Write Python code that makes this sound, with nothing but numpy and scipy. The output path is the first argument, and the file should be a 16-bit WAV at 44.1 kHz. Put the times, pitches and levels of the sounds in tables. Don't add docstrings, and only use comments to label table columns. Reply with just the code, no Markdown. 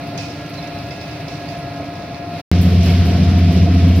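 import sys
import numpy as np
from scipy import signal
from scipy.fft import rfft, irfft
from scipy.io import wavfile

SR = 44100
rng = np.random.default_rng(int(sys.argv[2]) if len(sys.argv) > 2 else 0)


def dump_mix(stems):
    frames = np.atleast_2d(stems).T
    limited = np.clip(frames, -1, 1)
    pcm = np.round(limited * 32767).astype(np.int16)
    wavfile.write(sys.argv[1], SR, pcm)


N = 176400
T = np.arange(N) / SR

HALL_END_S, HALL_FADE_S, DRIVE_START_S = 2.416, .012, 2.5155
SHAFT_HZ, PUSHES_PER_TURN = 14.585, 6
MESH_HZ, SLOW_SHAFT_HZ, FAST_SHAFT_HZ = 696.3, 8.8, 25.0
METAL_PAN_DB = -5.5

# shaft_order, level_db
DRONE_ORDERS = [(5, -25.5), (6, -12.7), (11, -26), (12, -21.5), (13, -23), (15, -35), (17, -33), (18, -30),
                (23, -39), (26, -43)]
# time_s, gain_db
DRONE_GAIN_DB = [(2.52, 0), (2.75, -.7), (3, -1), (3.4, .6), (4, 1.2)]
OCTAVE_GAIN_DB = [(2.52, 5), (2.95, 2.5), (3.2, -4), (4, -1)]
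# slow_shaft_steps, fast_shaft_steps, hall_db, drive_db
WHINE_LINES = [(0, 0, -37.5, -40), (-1, 0, -46, -46), (1, 0, -51, -46), (2, 0, -49, -53),
               (0, -1, -45, -39.5), (0, 1, -54, -42)]
# time_s, gain_db
TOOTH_GAIN_DB = [(0, 2), (.12, 4), (.35, -5), (.75, 2), (1.15, -4), (1.55, 4.5), (1.9, 1.5), (2.15, 0),
                 (2.36, 8), (2.52, -10), (4, 1)]
# pitch_hz, hall_db, drive_db, pan_db
HUM_LINES = [(160, -41, -45, 0), (283, -39, -46, -2), (300, -40.5, -47, -2), (398, -51, -52, 0),
             (573, -53, -50, -3), (838, -52, -58, -4), (953, -61, -55, 0), (1044, -54, -55, 0),
             (1070, -57, -60, -2), (1085, -58, -62, -2), (1269, -52, -54, 2), (1367, -55, -59, -3),
             (1418, -59, -62, -2), (1657, -54, -58, -1), (1666, -52, -56, -1), (2509, -57.5, -62, -1)]
# start_s, level_db, tail_gain_db, pitch_hz
CLINK_HITS = [(.068, -39.5, -16, 5200), (.177, -29, -4.5, 6170), (.54, -40, -11, 6000),
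              (0.6272, -34.5, -20, 5200), (0.788, -37.5, -19, 5200), (0.908, -34, -12, 4960),
              (1.013, -34, -12.5, 4100), (1.112, -35.5, -14, 4830), (1.282, -38, -4, 5300),
              (1.488, -34.5, -10.5, 4600), (1.954, -41, -8, 5200), (2.022, -41, -11, 4400),
              (2.145, -36.5, -17, 4200), (2.831, -37, -5, 6200), (2.861, -33, -12, 5400)]
# freq_hz, gain_db
METAL_SPECTRUM = [(1200, -8), (2600, 4), (3500, 3.5), (5500, 8.5), (7500, -7), (10000, -15), (15000, -22)]
# pitch_hz, gain_db, t60_s
CLINK_MODES = [(2630, 7, .6), (2530, -13, 0.78), (2676, -4, .45), (3430, -4.5, 0.17), (3550, -1, .35),
               (4856, 0, 0.32), (5440, -15, 0.45), (5180, -3, .5), (5830, -20, 0.6)]
# start_s, gain_db, tail_gain_db, pan_db
TICK_HITS = [(.072, -45, -6, 0), (.493, -42, -10, 5), (.78, -51, -7, 0), (1.02, -51, -8, 0),
             (1.275, -55, -8, -5), (1.48, -51, -8, 0), (2.614, -32.5, -5, 10), (2.628, -32, -10, 4),
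             (2.831, -46, 6, 8), (2.858, -41, 1, 7), (2.9, -42, 0, 5), (3.052, -38, -8, 6),
             (3.066, -38, -6, 4), (3.383, -35, -16, 2), (3.519, -40.5, -3, 5), (3.55, -44, -7, 4),
             (3.738, -41, -14, 4), (3.88, -48, 5, 6), (3.961, -36, -9, 7), (3.977, -38, -2, 4)]
# freq_hz, gain_db
TICK_SPECTRUM = [(4000, -31), (7000, -6), (9500, -5), (11500, 2.5), (13000, 3), (15500, -6)]
# start_s, length_s, level_db, pitch_hz
SQUEAK_RUBS = [(0.183, .04, -40.5, 5170), (0.192, 0.11, -39.5, 2480), (0.296, .03, -42, 5350),
               (.535, 0.035, -45, 4180), (0.566, 0.04, -37.5, 4100), (0.655, .16, -49, 4060),
               (.895, 0.061, -44, 4950), (0.902, 0.037, -40, 2100), (0.985, .06, -45, 5050),
               (1.31, .05, -49, 5700), (1.465, .06, -43.5, 4800), (1.57, .04, -52, 10950)]
# time_s, gain_db
RATTLE_GAIN_DB = [(0, -55), (.6, -47), (1, -51), (1.5, -48.5), (1.75, -48.5), (2.4, -57), (2.55, -39.5),
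                  (2.9, -42), (4, -45.5)]
# freq_hz, density_db
HALL_SPECTRUM = [(25, -83), (48, -72.5), (70, -60), (105, -53), (155, -52), (205, -60.5), (330, -62.5),
                 (450, -67), (570, -61), (700, -64), (780, -69), (980, -71.5), (1170, -76), (1380, -71),
                 (1530, -77), (2100, -72), (2550, -71.5), (3050, -78.5), (4200, -75.5), (5500, -82),
                 (7000, -94.5), (9000, -93), (11000, -92), (15500, -98.5)]
DRIVE_SPECTRUM = [(25, -65), (48, -57), (66, -58), (95, -36.5), (122, -45), (170, -39.5), (220, -48.5),
                  (265, -43), (320, -54.5), (450, -56.5), (600, -61.5), (700, -53.5), (780, -68.5),
                  (1100, -69), (1500, -69.5), (2400, -65.5), (4000, -69), (5400, -70.5), (7000, -85),
                  (9000, -86.5), (10200, -86.5), (11100, -83.5), (12000, -89.5), (15500, -98)]
# freq_hz, pan_db
HALL_PAN_DB = [(100, 0.5), (380, 1), (700, -1.5), (2400, -1), (4400, -4), (8000, 0), (15000, 2.5)]
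DRIVE_PAN_DB = [(100, 2.5), (380, -0.5), (2400, -0.5), (4400, -1.5), (8000, -2.5), (15000, 9.5)]
# time_s, gain_db
HALL_HISS_DB = [(0, 0), (.6, .5), (1.05, 1), (1.5, .5), (1.85, -1.5), (2.25, -2.5), (2.4, 3.5)]
DRIVE_HISS_DB = [(2.52, -0.5), (2.8, -1), (2.88, 2.5), (3.08, 0), (3.45, -1.5), (3.58, 0.5), (3.68, -3.5),
                 (3.8, -0.5), (4, -2.5)]
# freq_hz, side_minus_mid_db
WIDTH_DB = [(60, -26), (110, -53.5), (200, -15), (380, -19.5), (700, -9.5), (1290, -6.5), (2380, -9),
            (4400, -0.5), (8120, 10), (15000, 1.5)]


def drive_drone(wow_ratio=.0012, waver_db=.9):
    turns = np.cumsum(SHAFT_HZ * (1 + wow_ratio * walk(.75))) / SR
    turns -= np.interp(DRIVE_START_S, T, turns)
    out = 0
    for order, db in DRONE_ORDERS:
        phase_cycles = rng.random() * (order % PUSHES_PER_TURN > 0)
        level_db = db + waver_db * walk(7)
        if order == 2 * PUSHES_PER_TURN:
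            level_db += over_time(OCTAVE_GAIN_DB)
        out -= np.sqrt(2) * undb(level_db) * np.cos(2 * np.pi * (order * turns + phase_cycles))
    return out * undb(over_time(DRONE_GAIN_DB))


def gearbox_whine(in_hall, at_drive):
    out = 0
    for slow, fast, hall_db, drive_db in WHINE_LINES:
        offset_hz = slow * SLOW_SHAFT_HZ + fast * FAST_SHAFT_HZ
        swell = undb(over_time(TOOTH_GAIN_DB)) if offset_hz == 0 else 1
        gain = undb(hall_db) * in_hall + undb(drive_db) * at_drive
        out += swell * gain * tone(MESH_HZ + offset_hz, rough=.22, waver_hz=5.4)
    return out * pan(3)


def motor_hums(in_hall, at_drive):
    out = 0
    for hz, hall_db, drive_db, pan_db in HUM_LINES:
        gain = undb(hall_db) * in_hall + undb(drive_db) * at_drive
        out += gain * pan(pan_db) * tone(hz, rough=.6, waver_hz=6)
    return out


def clinks(blow_t60_s=.022, hall_t60_s=.77, detune_ratio=.00364):
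    out, t = np.zeros((2, N)), T[:SR // 2]
    for start_s, db, tail_db, hz in CLINK_HITS:
        pitched = coloured([(hz * .85, -50), (hz * .96, 0), (hz * 1.04, 0), (hz * 1.15, -50)], len(t))
        crack = coloured(METAL_SPECTRUM, len(t))
        blow = (undb(-10) * crack + undb(1) * pitched) * decay(t, blow_t60_s)
        tail = undb(tail_db) * coloured(METAL_SPECTRUM, len(t)) * decay(t, hall_t60_s)
        ring = 0
        for mode_hz, mode_db, t60_s in CLINK_MODES:
            detuned_hz = mode_hz * (1 + detune_ratio * rng.standard_normal())
            cycles = detuned_hz * t + rng.random((2, 1))
            ring += undb(mode_db) * decay(t, t60_s) * np.sin(2 * np.pi * cycles)
        add(out, start_s, undb(db) * pan(METAL_PAN_DB) * (blow + tail + undb(-11.5) * ring))
    return out


def ticks(t60_s=.072, tail_t60_s=.61, trim_db=-7.5):
    out, t = np.zeros((2, N)), T[:SR // 2]
    for start_s, db, tail_db, pan_db in TICK_HITS:
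        envelope = decay(t, t60_s) + undb(tail_db) * decay(t, tail_t60_s)
        add(out, start_s, undb(db + trim_db) * pan(pan_db) * coloured(TICK_SPECTRUM, len(t)) * envelope)
    return out


def squeaks(width_ratio=.021):
    out, t = np.zeros((2, N)), T[:SR // 4]
    step = 1 + width_ratio
    for start_s, length_s, db, hz in SQUEAK_RUBS:
        peak = [(hz / step ** 10, -60), (hz / step, -9), (hz, 0), (hz * step, -9), (hz * step ** 10, -60)]
        envelope = np.sin(np.pi * np.minimum(t / length_s, 1))
        add(out, start_s, undb(db) * pan(METAL_PAN_DB) * coloured(peak, len(t)) * envelope)
    return out


def knock(start_s=1.805, level_db=-18, pitch_hz=670, t60_s=.035):
    t = np.maximum(T - start_s, 0)
    attack = np.minimum(t * pitch_hz, 1)
    return undb(level_db) * np.sin(2 * np.pi * pitch_hz * t) * decay(t, t60_s) * attack


def rattles(rate_per_s=50, scatter_db=2.2, t60_s=.06):
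    out, t = np.zeros((2, N)), T[:SR // 10]
    for when, size in rng.random((int(rate_per_s * N / SR), 2)):
        db = -scatter_db * np.log(max(1 - size, .03))
        add(out, when * N / SR, undb(db) * coloured(METAL_SPECTRUM, len(t)) * decay(t, t60_s))
    return out * undb(over_time(RATTLE_GAIN_DB)) * pan(METAL_PAN_DB)


def rollers_and_cable(spectrum, balance, hiss, rumble_flicker_db, hiss_flicker_db, shared_flicker_db):
    f = np.arange(N // 2 + 1) * SR / N
    mid, side = rfft(rng.standard_normal((2, N)))
    width = undb(curve(WIDTH_DB, f))
    ears = np.array([mid + width * side, mid - width * side]) / np.hypot(1, width)
    ears = ears * pan(curve(balance, f)) * undb(curve(spectrum, f)) * np.sqrt(SR / 2)
    shared_db = shared_flicker_db * walk(11)
    hiss_db, hiss_above_hz = over_time(hiss), 1700
    out = 0
    for hz in 20 * 2. ** np.arange(11):
        octaves_off = abs(np.log2((f + 1e-9) / hz))
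        band = irfft(ears * np.clip(1 - octaves_off, 0, 1), N)
        flicker = walk(13)
        own_db = hiss_db + hiss_flicker_db * flicker if hz > hiss_above_hz else rumble_flicker_db * flicker
        out += band * undb(shared_db + own_db)
    return out


def tone(hz, rough, waver_hz):
    grid_s = np.arange(800) / 200
    noise = rng.standard_normal((2, len(grid_s))) + 1j * rng.standard_normal((2, len(grid_s)))
    lowpass = np.exp(-(np.fft.fftfreq(len(grid_s), grid_s[1]) / waver_hz) ** 2)
    scatter = np.fft.ifft(np.fft.fft(noise) * lowpass)
    mid, side = scatter / np.sqrt(np.mean(abs(scatter) ** 2))
    steady = np.exp(2j * np.pi * rng.random())
    mid = (steady + rough * mid) / np.hypot(1, rough)
    side = side * undb(curve(WIDTH_DB, hz)) / 2
    carrier = np.sqrt(2) * np.exp(2j * np.pi * hz * T)
    return np.array([(np.interp(T, grid_s, ear) * carrier).real for ear in (mid + side, mid - side)])


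def walk(rate_hz):
    grid_s = np.arange(1024) / 256
    f = np.fft.rfftfreq(len(grid_s), grid_s[1])
    lowpass = np.exp(-(f / rate_hz) ** 2) * (f > 0)
    motion = irfft(rfft(rng.standard_normal(len(grid_s))) * lowpass)
    return np.interp(T, grid_s, unit(motion))


def coloured(points, size):
    f = np.arange(size // 2 + 1) * SR / size
    white = rfft(rng.standard_normal((2, size)))
    return unit(irfft(white * undb(curve(points, f)), size))


def undb(db):
    return 10 ** (np.asarray(db) / 20)


def unit(x):
    return x / np.sqrt(np.mean(x ** 2))


def curve(points, hz):
    f, v = np.array(points, float).T
    return np.interp(np.log(hz + 1e-9), np.log(f), v)


def over_time(points):
    return np.interp(T, *np.array(points).T)


def pan(db):
    return undb(np.array([db, -db]).reshape(2, -1) / 2)


def decay(t, t60_s):
    return np.exp(-np.log(1000) * t / t60_s)


def add(out, start_s, sound):
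    i = int(start_s * SR)
    out[:, i:i + sound.shape[1]] += sound[:, :max(N - i, 0)]


def scene():
    in_hall = np.clip((HALL_END_S - T) / HALL_FADE_S, 0, 1)
    at_drive = 1. * (T >= DRIVE_START_S)
    hall_noise = rollers_and_cable(HALL_SPECTRUM, HALL_PAN_DB, HALL_HISS_DB,
                                   rumble_flicker_db=.9, hiss_flicker_db=.5, shared_flicker_db=.3)
    drive_noise = rollers_and_cable(DRIVE_SPECTRUM, DRIVE_PAN_DB, DRIVE_HISS_DB,
                                    rumble_flicker_db=-2, hiss_flicker_db=.2, shared_flicker_db=.05)
    drone = drive_drone()
    contacts = clinks() + ticks() + squeaks() + rattles() + knock()
    tones = gearbox_whine(in_hall, at_drive) + motor_hums(in_hall, at_drive)
    return in_hall * (hall_noise + contacts) + at_drive * (drone + drive_noise + contacts) + tones


def record(dry, ceiling=.92, cutoff_hz=15850):
    rounded = dry / (1 + (dry / ceiling) ** 8) ** (1 / 8)
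    return signal.sosfilt(signal.ellip(10, .1, 80, cutoff_hz, fs=SR, output="sos"), rounded)


dry = scene()
out = record(dry)
dump_mix(out)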